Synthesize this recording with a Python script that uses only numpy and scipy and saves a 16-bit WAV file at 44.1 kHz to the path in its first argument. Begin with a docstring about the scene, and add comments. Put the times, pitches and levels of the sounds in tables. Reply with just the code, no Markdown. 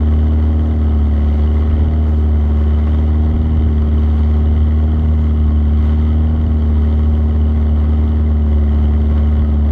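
"""Long-tail boat on open water

Heard from on board, a four-cylinder engine drones through its exhaust pipe, and each firing knocks the
block into resonance. The engine speeds up and sags with the swell. Turbulent water rushes along the
hull, the bow gushes into waves and throws hissing spray, and the head wind buffets the microphone."""
import sys
import numpy as np
from scipy import signal
from scipy.fft import rfft, irfft, next_fast_len
from scipy.io import wavfile
from scipy.ndimage import uniform_filter1d, minimum_filter1d

SR = 44100
rng = np.random.default_rng(int(sys.argv[2]) if len(sys.argv) > 2 else 0)


def materialize(psi):
    """Save the field psi as 16-bit PCM at rate SR to the path in sys.argv[1].

    A 1-D psi becomes a single channel; in a 2-D psi each row is a channel.
    """
    bounded = np.clip(np.atleast_2d(psi).T, -1, 1)
    quanta = np.round(bounded * 32767).astype(np.int16)
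    wavfile.write(sys.argv[1], SR, quanta)


N = 428211

# engine speed, rising and sagging with the swell: time_s, firing_rate_hz
ENGINE_SPEED = [(0.0, 75.9), (0.71, 77.35), (1.11, 73.05), (1.94, 77.02), (2.52, 73.97), (3.54, 78.01),
                (3.74, 74.97), (4.44, 75.5), (5.03, 77.4), (5.65, 74.33), (6.32, 77.88), (6.74, 75.33),
                (7.29, 75.96), (7.7, 74.92), (8.18, 76.19), (8.63, 73.59), (9.34, 74.49), (9.7, 73.68)]
# slow course of the firing tone's harmonics at cruising speed: time_s, second_db, third_db
HARMONIC_LEVELS = [(0.0, -36, -23.5), (2.4, -32, -25.5), (3.6, -35.5, -23), (4.6, -28, -24.5),
                   (6.2, -31, -23), (7.2, -33.5, -24), (9.7, -32, -23.5)]
# weaker exhaust lines, with quarter orders from unequal cylinders: firing_rate_multiple, relative_db
EXHAUST_LINES = [(0.75, -43), (1.25, -41), (1.5, -34.5), (2.25, -46), (2.5, -43), (2.75, -51),
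                 (3.25, -48.5), (3.5, -36.5), (3.75, -46.5), (4, -36), (4.25, -46.5), (4.5, -43.5),
                 (4.75, -52.5), (5, -37), (5.25, -47.5), (5.5, -40.5), (5.75, -54), (6, -56), (7, -52),
                 (7.25, -46.5), (7.5, -51.5), (8.5, -49.5), (9, -50.5), (9.25, -55), (9.5, -52.5),
                 (9.75, -50.5), (10, -48), (10.25, -56.5), (10.5, -53)]
# hull panels that sing when an exhaust line sweeps through them: pitch_hz, width_hz, lift_db
HULL_PANELS = [(312, 24, 5), (374, 20, 4), (692, 15, 11), (738, 30, 3.5)]
# slow gain shared by the exhaust growl and the hull wash: time_s, gain_db
GROWL_GAIN = [(0.0, -1.0), (1.6, -0.9), (4.4, -1.5), (5.2, -3), (7.5, -1.47), (9.7, -1.5)]
# the cylinders in firing order: knock_strength_db, lateness_periods
FIRING_ORDER = [(-4.5, 0.033), (-4, 0.06), (-3, 0.011), (-2, 0.03)]
# resonant modes of block and pipe: pitch_hz, width_hz, base_level_db
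BLOCK_MODES = [(554, 89, -46.5), (781, 140, -55.5), (893, 110, -52.5), (977, 98, -53), (1099.7, 45, -48.5),
               (1273, 73, -50.5), (1450, 180, -54), (1846, 240, -54.5), (2023, 240, -52),
               (2993, 310, -53.5), (3216, 280, -56), (3616, 320, -61), (4380, 650, -65.5),
               (5930, 1500, -71.5)]
# spectrum of water along the hull: frequency_hz, relative_density_db
WASH_SPECTRUM = [(25, -30.5), (70, -4), (130, -2), (200, -4), (300, -7), (400, -11.5), (470, -10.5),
                 (580, -11.5), (680, -17), (1250, -19.5), (1650, -27), (2500, -36), (7000, -56.5),
                 (15000, -64)]
# the bow throws spray: peak_s, rise_s, level_db
SPRAY_BURSTS = [(.15, .06, -56), (1.38, .22, -57), (1.6, .1, -57.5), (2.22, 0.13, -53.5),
                (2.7, 0.32, -56.5), (2.88, 0.086, -53.5), (3.55, 0.1, -61), (4.16, .2, -54.5),
                (5.23, .06, -56), (5.87, .1, -55), (7.06, 0.27, -63), (7.61, .08, -59), (7.87, .08, -61.5),
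                (8.8, 0.14, -64)]
# spectrum of falling spray: frequency_hz, relative_density_db
SPRAY_SPECTRUM = [(400, -1.5), (1200, 13), (2500, 5.5), (4200, 3), (5000, -3), (6700, -2.5), (7600, -9.5),
                  (9400, -10), (10500, -19), (12500, -10), (15500, -19)]
# the bow ploughs into a wave, water gushes and the engine labours: peak_s, half_length_s, strength_ratio
WAVE_IMPACTS = [(0.223, .15, .45), (1.28, .16, 0.7), (1.64, 0.3, 0.86), (2.86, 0.35, 0.8), (3.578, .1, .55),
                (4.139, 0.36, 0.92), (5.898, 0.21, 1), (6.86, .17, 0.8), (7.9, .12, .3),
                (8.798, 0.11, 0.46), (9.25, .2, 0.6)]
# spectrum of gushing water: frequency_hz, relative_density_db
GUSH_SPECTRUM = [(200, -14), (420, 0.5), (550, 1.5), (800, -2), (1250, 1.5), (1650, -8), (2050, -3),
                 (2600, -15.5), (4000, -20), (9000, -46)]
# gusts on the microphone: peak_s, half_length_s, level_db, firing_tone_dip_db
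WIND_GUSTS = [(0.723, 0.092, -28, 2.5), (1.79, 0.13, -19.5, 1.3), (3.39, .14, -17, 2.5),
              (3.62, 0.065, -17, 0.5), (4.6, 0.13, -25, -0.5), (4.977, .12, -29.5, 0.8),
              (5.496, 0.06, -22.5, 0.5), (6.44, 0.14, -21.5, 2.7), (7.562, .06, -27, 1.5),
              (9.414, 0.054, -20.5, 0.5)]
# spectrum of the head wind: frequency_hz, relative_density_db
WIND_SPECTRUM = [(15, -40), (25, -24.5), (38, -5.5), (60, -2), (100, -2), (130, -11.5), (200, -15.5),
                 (400, -31.5), (1000, -71), (4000, -110)]


def from_db(db):
    """Amplitude ratio of a level in decibels."""
    return np.exp(np.asarray(db) * (np.log(10) / 20))


def unit_rms(x):
    """Normalisation to unit mean power."""
    return x / np.sqrt(np.mean(x ** 2) + 1e-20)


def in_time(rows):
    """Linear interpolation of each column of a time table at every sample."""
    times, *columns = np.transpose(rows)
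    return [np.interp(np.arange(N) / SR, times, column) for column in columns]


def drift(rate_hz, hop=40, settle=2000):
    """Low-pass noise of unit spread: a slow random modulation."""
    pole = np.exp(-2 * np.pi * hop * rate_hz / SR)
    noise = rng.standard_normal(N // hop + settle + 2)
    slow = signal.lfilter([1], [1, -2 * pole, pole * pole], noise)[settle:]
    return np.interp(np.arange(N) / hop, np.arange(len(slow)), unit_rms(slow))


def surge(peak_s, rise_s, fall_s):
    """Gaussian envelope of height 1, with separate rise and fall."""
    t = np.arange(N) / SR - peak_s
    return np.exp(-(t / np.where(t < 0, rise_s, fall_s)) ** 2)


def colour(noise, spectrum):
    """Spectral shaping of a noise, at unit power."""
    size = next_fast_len(N)
    hz, db = np.transpose(spectrum)
    bins_hz = np.arange(size // 2 + 1) * SR / size
    gain = from_db(np.interp(np.log(bins_hz + 1), np.log(hz), db))
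    return unit_rms(irfft(rfft(noise, size) * gain, size)[:N])


def resonate(x, hz, width_hz):
    """Two equal resonators in cascade give steep skirts; the output has unit power."""
    r = np.exp(-np.pi * width_hz / SR)
    section = [1 - r, 0, r - 1, 1, -2 * r * np.cos(2 * np.pi * hz / SR), r * r]
    return unit_rms(signal.sosfilt([section, section], x))


def exhaust_drone(firings, speed_hz, tone_db=-12, flutter=0.028, waver_db=2.0, second_db_per_hz=1.6):
    """Harmonic series of a nearly square pressure wave; speed makes it lopsided, lifting harmonic two."""
    dip_db = sum(dip * surge(s, half, half) for s, half, _, dip in WIND_GUSTS)
    second_db, third_db = in_time(HARMONIC_LEVELS)
    even_db = second_db + second_db_per_hz * (speed_hz - speed_hz.mean()) + waver_db * drift(1.2)
    angle = 2 * np.pi * firings
    tone = from_db(tone_db - dip_db) * (1 + flutter * drift(3.9)) * np.cos(angle)
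    second = from_db(even_db) * np.cos(2 * angle - 2.6)
    third = from_db(third_db) * (1 + flutter * drift(12)) * np.cos(3 * angle - 0.98)
    return np.sqrt(2) * (tone + second - third)


def exhaust_growl(firings, speed_hz, unsteady=.2, gain_db=1.0, puff_periods=2.09, smear_rad=1.24):
    """Line spectrum of the strongest cylinder's puff, once a cycle, wavering as combustion varies."""
    out = 0
    for multiple, db in EXHAUST_LINES:
        lift_db = sum(peak_db / (1 + (2 * (multiple * speed_hz - hz) / width) ** 2)
                      for hz, width, peak_db in HULL_PANELS)
        gain = from_db(db + gain_db + lift_db - lift_db.mean()) * (1 + unsteady * drift(3))
        phase = smear_rad * rng.standard_normal() + unsteady * drift(0.81)  # the pipe smears the puff
        out = out + gain * np.cos(2 * np.pi * multiple * (firings - puff_periods) + phase)
    return np.sqrt(2) * out


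def engine_knock(firings, load_db, rise_periods=.07, fall_periods=0.26, rattle=.12,
                 force_scatter_db=1.5, mode_scatter_db=1.96, snap_hz=1500, load_hz=2800):
    """Modal excitation: each firing drives the block with a snap and a rough burst, over a rattle."""
    periods = firings + .5
    firing_index = periods.astype(int)
    strength_db, lateness = np.array(FIRING_ORDER)[firing_index % len(FIRING_ORDER)].T
    age = np.maximum(periods % 1 - lateness, 0)
    scatter = rng.standard_normal((1000, len(BLOCK_MODES) + 1))
    force = from_db(strength_db + force_scatter_db * scatter[firing_index, -1])
    burst = np.minimum(age / rise_periods, 1) * np.exp(-age / fall_periods) * force
    at_peak = np.diff(1. * (age > rise_periods), prepend=0) > 0
    snaps = unit_rms(force * at_peak)
    out = 0
    for k, (hz, width, db) in enumerate(BLOCK_MODES):
        mode_gain = from_db(mode_scatter_db * scatter[:, k])[firing_index]
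        rough = unit_rms(np.hypot(burst * mode_gain, rattle) * rng.standard_normal(N))
        # the low modes repeat alike from firing to firing, the high ones ring anew each time
        clean = (-1) ** k * 0.76 / (1 + (hz / snap_hz) ** 4) * snaps
        # harder combustion lifts the high modes most
        gain = from_db(db + load_db * min(hz / load_hz, 1))
        out = out + gain * resonate(rough + clean, hz, width)
    return out


def hull_wash(base_db=-31.5, churn_db=1.8):
    """Turbulence along the hull radiates broadband noise that flickers as the water churns."""
    churn = rng.standard_normal(N) * from_db(churn_db * np.minimum(drift(36), 2))
    return from_db(base_db) * colour(churn, WASH_SPECTRUM)


def bow_spray(steady_db=-58.5, fall_s=0.077, drops_per_s=3000, drop_db=-8.5, waver_db=1.6):
    """Random impacts of droplets of many sizes merge into a hiss that swells with each splash."""
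    drops = (rng.random(N) < drops_per_s / SR) * rng.standard_normal(N)
    hiss = rng.standard_normal(N) + from_db(drop_db) * unit_rms(drops)
    splash_power = sum((from_db(db) * surge(s, rise, fall_s)) ** 2 for s, rise, db in SPRAY_BURSTS)
    envelope = np.sqrt(from_db(steady_db) ** 2 + splash_power)
    return envelope * from_db(waver_db * drift(6)) * colour(hiss, SPRAY_SPECTRUM)


def bow_gush(waves, full_wave_db=-43.5, churn_db=4.0):
    """Water displaced by the bow makes turbulent noise in proportion to the wave's strength."""
    churn = rng.standard_normal(N) * from_db(churn_db * drift(25))
    return from_db(full_wave_db) * waves * colour(churn, GUSH_SPECTRUM)


def head_wind(breeze_db=-30.5, lumpy_db=2.0):
    """Eddies at the microphone make low pressure fluctuations; breeze and gusts add in power."""
    eddies = rng.standard_normal(N) * from_db(lumpy_db * drift(5.9))
    gust_power = sum((from_db(db) * surge(s, half, half)) ** 2 for s, half, db, _ in WIND_GUSTS)
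    return np.sqrt(from_db(breeze_db) ** 2 + gust_power) * colour(eddies, WIND_SPECTRUM)


def scene(inertia_s=.2, hunting=.001, full_effort_hz_per_s=1.7, wave_load_db=2.7):
    """Superposition of engine, water and wind; one crankshaft locks exhaust and knock in phase."""
    cruise_hz = uniform_filter1d(in_time(ENGINE_SPEED)[0], int(inertia_s * SR))
    speed_hz = cruise_hz * (1 + hunting * drift(10.4))
    firings = .24 + np.cumsum(speed_hz) / SR  # crank position in firing periods
    waves = sum(strength * surge(s, half, half) for s, half, strength in WAVE_IMPACTS)
    # an accelerating engine knocks and growls more and churns up more water
    effort = np.tanh(np.gradient(cruise_hz) * SR / full_effort_hz_per_s)
    load_db = -1.33 + 0.5 * effort + wave_load_db * waves
    growl_gain = from_db(in_time(GROWL_GAIN)[0] + 0.12 * effort)
    exhaust = exhaust_drone(firings, speed_hz) + growl_gain * exhaust_growl(firings, speed_hz)
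    knock = engine_knock(firings, load_db)
    water = growl_gain * hull_wash() + bow_gush(waves) + bow_spray()
    return (exhaust + knock + water + head_wind())[None]


def limiter(x, ceiling=0.59, window=1200):
    """Peak limiting: the gain ducks briefly when a gust lifts the drone above the ceiling."""
    allowed_gain = np.minimum(1, ceiling / (np.abs(x) + 1e-9))
    return x * uniform_filter1d(minimum_filter1d(allowed_gain, window), window)


def record(dry, fade_in_s=.006, cutoff_hz=15700):
    """Band limiting: a steep low-pass filter follows the limiter and a short fade-in."""
    fade_in = np.sin(np.pi / 2 * np.minimum(np.arange(N) / SR / fade_in_s, 1)) ** 2
    low_pass = signal.ellip(10, .1, 80, cutoff_hz, fs=SR, output="sos")
    return signal.sosfilt(low_pass, limiter(dry) * fade_in)


dry = scene()
out = record(dry)
materialize(out)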